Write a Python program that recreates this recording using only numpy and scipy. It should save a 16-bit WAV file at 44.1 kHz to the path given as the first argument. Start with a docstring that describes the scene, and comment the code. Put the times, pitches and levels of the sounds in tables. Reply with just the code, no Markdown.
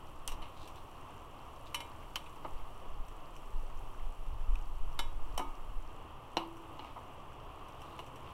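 """Iron pot on a patio gas burner

One microphone on the patio takes in a big iron pot boiling over a roaring flame; a breeze buffets it.
Flame and breeze are shaped noise; steam bubbles plop and fizz as swarms of short damped sines.
A steel spoon knocks and slides on the pot; late on, a metal utensil is put down. Each blow is a burst of
noise through dense modes, with ringing metal and a short answer from the patio."""
import sys
import numpy as np
from scipy.fft import rfft, irfft, next_fast_len
from scipy.io import wavfile
from scipy.ndimage import uniform_filter1d, map_coordinates

SR = 44100
rng = np.random.default_rng(int(sys.argv[2]) if len(sys.argv) > 2 else 0)


def int16_out(signal):
    """Quantize to a 16-bit WAV file."""
    q = np.round(np.clip(np.atleast_2d(signal).T, -1, 1) * 32767)
    wavfile.write(sys.argv[1], SR, q.astype(np.int16))


N = 367353

# Steady breeze at the microphone. 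Each row: time in seconds, strength in dB.
WIND_LEVEL = [(0.0, -56), (0.28, -49.5), (1.14, -58.5), (2.55, -51), (3.48, -51), (3.62, -44.5),
              (4.01, -47), (4.24, -43.5), (5.15, -38.5), (6.19, -57), (8.33, -59.5)]
# Gusts riding on it. Each row: peak time in seconds, half length in seconds, peak strength in dB.
GUST_SWELLS = [(0.33, .11, -44), (2.58, 0.1, -42), (2.962, 0.092, -40.5), (3.58, 0.092, -39.5),
               (3.787, .04, -44), (4.055, 0.071, -39), (4.343, 0.081, -35.5), (4.52, 0.053, -31.5),
               (4.818, 0.077, -35.5), (5.14, 0.15, -37), (5.35, 0.045, -37), (5.752, 0.087, -40)]
# Spectrum of the slow lumps of air. Each row: frequency in Hz, relative density in dB per Hz.
LUMP_SPECTRUM = [(2, -27), (6, 10), (11, 4), (20, 3), (28, 1), (40, -24), (60, -22), (100, -50), (200, -57),
                 (480, -120)]
# Spectrum of the fast eddies. Each row: frequency in Hz, relative density in dB per Hz.
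EDDY_SPECTRUM = [(10, 4), (27, -3.5), (50, -5.5), (65, -20), (100, -19), (130, -36.5), (200, -48),
                 (480, -120)]
# Flame level that also drives the plops. Each row: time in seconds, level in dB.
FLAME_LEVEL = [(0.0, -55.5), (0.51, -53), (0.72, -54.5), (1.69, -53), (1.97, -55), (2.37, -54),
               (2.55, -54.5), (3.04, -54.5), (4.66, -55.5), (5.61, -54), (5.84, -55), (8.33, -52.5)]
# Spectrum of the broad roar. Each row: frequency in Hz, relative density in dB per Hz.
FLAME_SPECTRUM = [(35, -42), (60, 1), (75, -4), (134, -5.5), (184, -16), (288, -11.5), (543, -14.5),
                  (866, -11), (987, -9), (1080, -8), (1600, -26), (2330, -27), (2810, -19.5), (3790, -44.5),
                  (5200, -59), (6760, -56), (11400, -120)]
# Resonances that the port in the microphone's case gives the roar, mainly near 1 and 3 kHz.
# Each row: frequency in Hz, width in Hz, gain in dB.
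MIC_MODES = [(311.5, 29, -3.5), (890, 150, -4), (1159, 154, 1), (3060, 280, -13)]
# Level that drives the foam's fizz. Each row: time in seconds, level in dB.
FOAM_LEVEL = [(0.0, -72.5), (0.81, -70.5), (1.34, -73), (1.69, -70.5), (2.62, -70.5), (3.02, -73.5),
              (3.57, -70.5), (4.38, -72), (5.43, -70.5), (6.17, -75), (6.61, -72.5), (7.47, -75.5),
              (7.93, -72), (8.33, -75)]
# Spectrum of the fizz. Each row: frequency in Hz, relative density in dB per Hz.
FIZZ_SPECTRUM = [(2240, -31), (3800, -1), (4600, 0.5), (5000, -6.5), (5600, 2), (6620, -4.5), (7450, 0.5),
                 (9630, -3), (11200, 0), (12000, -5), (13700, -2), (15200, -8.5), (15800, -2.5)]
# Louder bubble snaps and light touches. Each row: start in seconds, nominal level in dB.
LOUD_SNAPS = [(0.6759, -45.5), (0.758, -50.5), (3.0836, -52), (3.3648, -50), (6.569, -53), (7.6844, -53),
              (7.818, -50.5), (8.064, -52), (8.158, -49.5)]
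# Lower part of the snaps, strongest near 3 kHz. Each row: frequency in Hz, relative density in dB per Hz.
SNAP_BODY_COLOUR = [(1200, -28), (2300, 11), (3000, 17), (4200, -8), (5000, -13), (5700, -12), (8000, -10),
                    (15000, -33)]
# Steel slides along the pot or other utensils.
# Each row: middle in seconds, half length in seconds, level in dB, pitch in Hz.
SLIDES = [(0.63, 0.1, -61.5, 3860), (0.785, 0.034, -65.5, 3780), (1.678, 0.023, -60, 3800),
          (6.86, 0.11, -62.5, 2740), (7.893, 0.2, -71, 3850), (8.292, 0.087, -63, 2870)]
# Colours of a contact, from low to high; the tick also colours the upper part of the snaps.
# Each row: frequency in Hz, relative density in dB per Hz.
THUD_COLOUR = [(40, -69), (160, -13), (300, -8.5), (420, -9.5), (640, -6.5), (950, 2.5), (1200, -3),
               (1550, -23), (2200, -22), (5000, -102)]
CLINK_COLOUR = [(400, -69), (1100, 3), (1600, -12), (2200, -7), (2550, -5), (3000, 7.5), (3400, -8),
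                (4300, -8), (5200, -20.5), (9000, -44)]
TICK_COLOUR = [(2000, -91), (4000, -30), (5000, -4.5), (5700, 9), (6600, -1.5), (8500, 3), (10500, -4.5),
               (11900, -0.5), (13200, -2), (14500, -17), (16000, -9)]
# Decay of the patio's answer. Each row: frequency in Hz, t60 in seconds.
PATIO_DECAY = [(200, 0.46), (1000, 0.38), (3000, 0.25), (8000, 0.2), (15000, .16)]
# Heavier knocks of pot and utensils. Each row: start in seconds, thud in dB, clink and tick in dB re thud,
# nominal contact t60 in seconds, loss per rebound in dB, ring in dB re thud.
HEAVY_KNOCKS = [(2.448, -34.5, -20, -45, 0.037, 4, -22), (5.394, -31, -16, -20, 0.058, 9, -8),
                (6.3693, -17, -5.5, -21.5, 0.0078, 7, -35), (6.793, -39, -4.5, -39, 0.032, 13, -11),
                (6.846, -39, -8, -30, 0.029, 21, -13), (6.962, -39, -24, -34, 0.022, 0, -27),
                (7.991, -39, -3.5, -16, 0.02, 4, -22)]
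# Whole pot and stand, shaken by a heavy knock. Each row: frequency in Hz, level in dB, t60 in seconds.
STAND_MODES = [(283, -4, 0.33), (350, -11, 0.48), (890, -17, .13), (899, 1, 0.35), (1012, -15, 0.14),
               (1247, -5, 0.47), (2250, -15, 0.41), (2850, -19, .35)]
# Steel utensil as it is put down. Each row: frequency in Hz, level in dB, t60 in seconds.
UTENSIL_MODES = [(332, -50, 1.2), (600, -37, 0.08), (1880, -50, .07), (3000, -34, 0.057),
                 (4100, -34, 0.029), (5600, -39, .04), (12610, -78, 1.7)]
# Spoon on pot. Each row: start in seconds, nominal clink level in dB, clink pitch in Hz,
# thud and tick in dB re clink, nominal contact t60 in seconds, ring in dB re clink.
SPOON_TOUCHES = [(0.277, -28, 3220, -21, 4.5, 0.011, -18), (0.281, -38, 2870, -11, -6, 0.13, -18),
                 (0.318, -43, 2830, 1, -3.5, 0.096, -18), (0.419, -46.5, 2920, -3, -36, 0.25, -4),
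                 (1.745, -26.5, 2930, -27, -7, 0.058, -5), (1.804, -34.5, 3030, -8, -10.5, .05, -4),
                 (2.157, -25, 3060, -10.5, -9, 0.045, -16), (2.261, -47, 2600, -15, -27, 0.094, -23),
                 (4.555, -36.5, 2620, -17, -14, 0.018, -24), (4.991, -27, 3650, -4, -7, 0.052, -5.5),
                 (5.377, -32.5, 3020, 5.5, 0.5, 0.049, -7.5)]
# Pot and spoon ringing. Each row: frequency in Hz, level in dB, t60 in seconds.
IRON_MODES = [(563, -17.5, 0.58), (942, -12, 0.55), (1200, -21, 0.64), (1690, -19.5, 0.3),
              (2140, -8.5, 0.083), (2160, -15, .3), (2374, -12.5, 0.28), (2680, -23, 0.41),
              (3010, -1, 0.15), (3390, -22, 0.56), (3820, -16, 0.27), (4520, -31, 0.12), (5566, -17, 0.2),
              (6040, -16, 0.088), (7460, -16, 0.15), (8530, -21, 0.17), (9800, -12, 0.13),
              (12700, -30, 0.18)]

LUMP_DB, EDDY_DB = 5.5, 2  # over the wind's strength
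EDDY_GROWTH = 0.55  # extra dB of eddies per dB of wind
ROAR_DB, MIC_DB, PLOP_DB, FIZZ_DB = 1.5, -6.5, -9.5, 0.1  # each layer over the level that drives it
FAINT_SNAP_DB = -58.5  # nominal, for the randomly timed snaps
PUT_DOWN_S = 6.37  # when the utensil is put down
REBOUND_S = 0.0065  # between the contacts of a chattering knock
PATIO_DB, CONTACT_S = -16.5, 0.053  # the patio's basic answer, set for a contact with this t60 in seconds
TOP_HZ = 15850  # band limit of the recorder


def amp(db):
    """Decibels to gain."""
    return np.exp(np.asarray(db) * np.log(10) / 20)


def unit(x):
    """Scale to rms 1."""
    return x / np.sqrt(np.mean(x ** 2) + 1e-20)


def along(points, hz):
    """Read (Hz, value) points on a log frequency axis."""
    f, v = np.transpose(points)
    return np.interp(np.log(hz + 1), np.log(f + 1), v)


def curve(rows):
    """Draw (seconds, value) rows as one value per sample."""
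    return np.interp(np.arange(N) / SR, *np.transpose(rows))


def wobble(rate):
    """A smooth random curve with rate knots a second."""
    knots = rng.standard_normal(int(N * rate / SR) + 4)
    return map_coordinates(knots, [np.arange(N) * rate / SR])


def swell(s, half_length):
    """A bell-shaped rise and fall around time s."""
    return np.exp(-np.minimum(((np.arange(N) / SR - s) / half_length) ** 2, 20))


def filtered(x, response):
    """Multiply the spectrum of x by a response of frequency."""
    m = next_fast_len(len(x) + 8192)
    return irfft(rfft(x, m) * response(np.fft.rfftfreq(m, 1 / SR)), m)[:len(x)]


def coloured(x, spectrum):
    """Filter x by a spectrum and scale it to rms 1."""
    return unit(filtered(x, lambda hz: amp(along(spectrum, hz))))


def noise(spectrum, size=N):
    """Fresh coloured noise of rms 1."""
    return coloured(rng.standard_normal(size), spectrum)


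def add(track, s, sound):
    """Mix a sound into the track at time s."""
    part = track[max(round(s * SR), 0):][:len(sound)]
    part += sound[:len(part)]


def grains(count, pitch_hz, spread, cycles, size_db, rise, size):
    """Randomly timed damped sines of rms 1; with rise, each climbs in pitch like a bubble nearing the surface."""
    start, chance = rng.random((count, 2)).T
    hz = np.clip(pitch_hz * np.exp(spread * rng.standard_normal(count)), 100, SR / 3)[:, None]
    age = np.arange(size) / SR * hz / cycles  # 1 after the given number of cycles
    strength = amp(size_db * np.minimum(-np.log(1 - chance), 5))[:, None]  # few large, many small
    phase = 2 * np.pi * cycles * age * (1 + rise * age / 2)
    sines = strength * np.exp(-3 * age) * np.sin(phase)
    at = (start * N).astype(int)[:, None] + np.arange(size)
    return unit(np.bincount(at.ravel(), sines.ravel(), N)[:N])


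def eddies(spectrum):
    """Low turbulence, evened out by its own running power."""
    flow = noise(spectrum)
    return flow / np.sqrt(np.abs(uniform_filter1d(flow ** 2, size=7000)) + 0.05)


def breeze():
    """Slow lumps of air push on the microphone; small fast eddies grow more steeply with each gust."""
    steady = amp(curve(WIND_LEVEL) + 0.91 * wobble(6.4))
    gust_power = sum((amp(db) * swell(s, half_length)) ** 2 for s, half_length, db in GUST_SWELLS)
    strength = np.sqrt(steady ** 2 + gust_power)
    steeper = (strength / strength.max()) ** EDDY_GROWTH
    lumps = amp(LUMP_DB) * eddies(LUMP_SPECTRUM)
    fast = amp(EDDY_DB) * steeper * eddies(EDDY_SPECTRUM)
    return strength * (lumps + fast)


def mic_port(f):
    """Response of the port in the microphone's case: a sum of band-pass resonances."""
    return sum(amp(db) * 1j * f * w / (c * c - f * f + 1j * f * w) for c, w, db in MIC_MODES)


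def burner():
    """Turbulent flame: a broad roar, plus a part that resonates in the microphone's port."""
    drive = noise([(100, -24), (300, 3.5), (1250, 0.5), (1600, -21.0), (2900, 4.5), (4000, -7.0)])
    resonant = unit(filtered(drive, mic_port))
    level = amp(curve(FLAME_LEVEL) + 0.69 * wobble(7))
    return level * (amp(ROAR_DB) * noise(FLAME_SPECTRUM) + amp(MIC_DB) * resonant)


def broth():
    """Large steam bubbles plop; the foam bursts in a fine fizz, with a few brighter droplets."""
    plops = grains(count=1800, pitch_hz=777, spread=0.347, cycles=10.6, size_db=2.7, rise=0.22, size=1400)
    crackle = grains(count=9000, pitch_hz=8830, spread=0.4, cycles=5.5, size_db=5.0, rise=0.16, size=100)
    droplets = grains(count=450, pitch_hz=11200, spread=0.14, cycles=16, size_db=1.5, rise=0.1, size=160)
    fizz = amp(-0.5) * noise(FIZZ_SPECTRUM)
    fizz += amp(-5.5) * coloured(crackle, FIZZ_SPECTRUM)
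    fizz += amp(-12.5) * droplets
    plop_level = amp(curve(FLAME_LEVEL) + PLOP_DB)
    fizz_level = amp(curve(FOAM_LEVEL) + FIZZ_DB + 0.27 * wobble(11))
    return plop_level * plops + fizz_level * fizz


def snaps(count=8):
    """Bubbles bursting and light touches: short bright noise with a fast and a slower decay."""
    track = np.zeros(N)
    t = np.arange(SR // 10) / SR
    faint = [(s, FAINT_SNAP_DB) for s in rng.random(count) * N / SR]
    fall = amp(-60 * t / 0.02) + amp(-0.5 - 60 * t / 0.13)
    for s, db in LOUD_SNAPS + faint:
        bright = noise(TICK_COLOUR, len(t)) + 1.5 * noise(SNAP_BODY_COLOUR, len(t))
        add(track, s, amp(db - 15.5) * fall * bright)
    return track


def scrapes():
    """Steel sliding on metal: many tiny slips, coloured around a pitch, swell and fade."""
    track = np.zeros(N)
    slips = grains(count=24000, pitch_hz=3930, spread=1.0, cycles=0.43, size_db=3.0, rise=0, size=60)
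    for s, half_length, db, hz in SLIDES:
        colour = [(hz / 3, -30), (hz * 0.7, -8), (hz, 0), (hz * 1.4, -9), (hz * 4, -20)]
        track += amp(db) * swell(s, half_length) ** 2 * coloured(slips, colour)
    return track


def struck(force, colour):
    """A force through a causal (minimum-phase) body with the given spectrum; its energy is kept."""
    size = next_fast_len(2 * len(force))
    cepstrum = irfft(np.log(amp(along(colour, np.fft.rfftfreq(size, 1 / SR)))), size)
    cepstrum[1:size // 2] *= 2  # fold onto positive time
    cepstrum[size // 2:] = 0
    sound = irfft(rfft(force, size) * np.exp(rfft(cepstrum)), size)[:len(force)]
    return sound * np.linalg.norm(force) / np.linalg.norm(sound)


def centre(colour):
    """Frequency in Hz where a colour is strongest."""
    return max(colour, key=lambda point: point[1])[0]


def blow(thud_db, clink_db, tick_db, t60, clink_hz, wet_db):
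    """A rough force excites three ranges of dense modes; a longer contact draws a stronger patio answer."""
    size = SR // 2
    t = np.arange(size) / SR
    t60 = max(t60, 0.004)
    tail_db = PATIO_DB + wet_db + 10 * np.log10(t60 / CONTACT_S)
    # the pitch depends on where the steel is hit
    clink = [(hz * clink_hz / centre(CLINK_COLOUR), db) for hz, db in CLINK_COLOUR]
    # colour, level in dB, stretch of the contact t60
    ranges = ((THUD_COLOUR, thud_db, 1.2), (clink, clink_db, 1.0), (TICK_COLOUR, tick_db, 0.8))
    sound = np.zeros(size)
    for colour, db, life in ranges:
        force = amp(-60 * t / (t60 * life)) * rng.standard_normal(size)
        build_up = 1 - np.exp(-t / 0.0065)
        answer = amp(tail_db - 60 * t / along(PATIO_DECAY, centre(colour))) * build_up
        sound += amp(db) * (struck(force, colour) + answer * noise(colour, size))
    return sound


def ring(modes, vary_db, wander=0.06):
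    """Free modes at fresh strengths; moving broth and grip make the phase wander (rms turns in 10 ms)."""
    t = np.arange(SR // 2) / SR
    knots_s = np.linspace(0, t[-1], 251)
    step = wander * np.sqrt(100 * knots_s[1])
    sound = np.zeros(len(t))
    for hz, db, t60 in modes:
        envelope = amp(db + vary_db * rng.standard_normal() - 60 * t / t60)
        drift = step * np.interp(t, knots_s, np.cumsum(rng.standard_normal(len(knots_s))))
        sound += envelope * np.sin(2 * np.pi * (hz * t + drift + rng.random()))
    return sound * np.minimum(10 * (t[-1] - t), 1)  # fade out over the last 0.1 s


def knocks():
    """Heavier blows chatter in three contacts and ring pot and stand; a put-down utensil rings too."""
    track = np.zeros(N)
    for s, db, clink_db, tick_db, t60, loss_db, ring_db in HEAVY_KNOCKS:
        for rebound in range(3):
            thud_db = db - rebound * loss_db
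            contact = blow(thud_db, thud_db + clink_db, thud_db + tick_db, t60, clink_hz=2886, wet_db=3.5)
            add(track, s + rebound * REBOUND_S, contact)
        add(track, s, amp(db + ring_db) * ring(STAND_MODES, vary_db=0.0))
    add(track, PUT_DOWN_S, ring(UTENSIL_MODES, vary_db=5.0, wander=0.023))
    return track


def spoon():
    """Every touch of the spoon is a short contact that rings the iron wall."""
    track = np.zeros(N)
    for s, db, clink_hz, thud_db, tick_db, t60, ring_db in SPOON_TOUCHES:
        contact = blow(db + thud_db, db, db + tick_db, t60, clink_hz, wet_db=-2)
        wall = amp(db + ring_db) * ring(IRON_MODES, vary_db=-2.0)
        add(track, s, amp(-5.0) * (contact + wall))
    return track


def scene():
    """All sources at the one microphone."""
    background = breeze() + burner() + broth()
    metal = scrapes() + knocks() + spoon()
    return (background + snaps() + metal)[None]


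def record(dry):
    """The recorder cuts steeply above its band limit."""
    return np.array([filtered(x, lambda hz: 1 / (1 + (hz / TOP_HZ) ** 160)) for x in dry])


dry = scene()
out = record(dry)
int16_out(out)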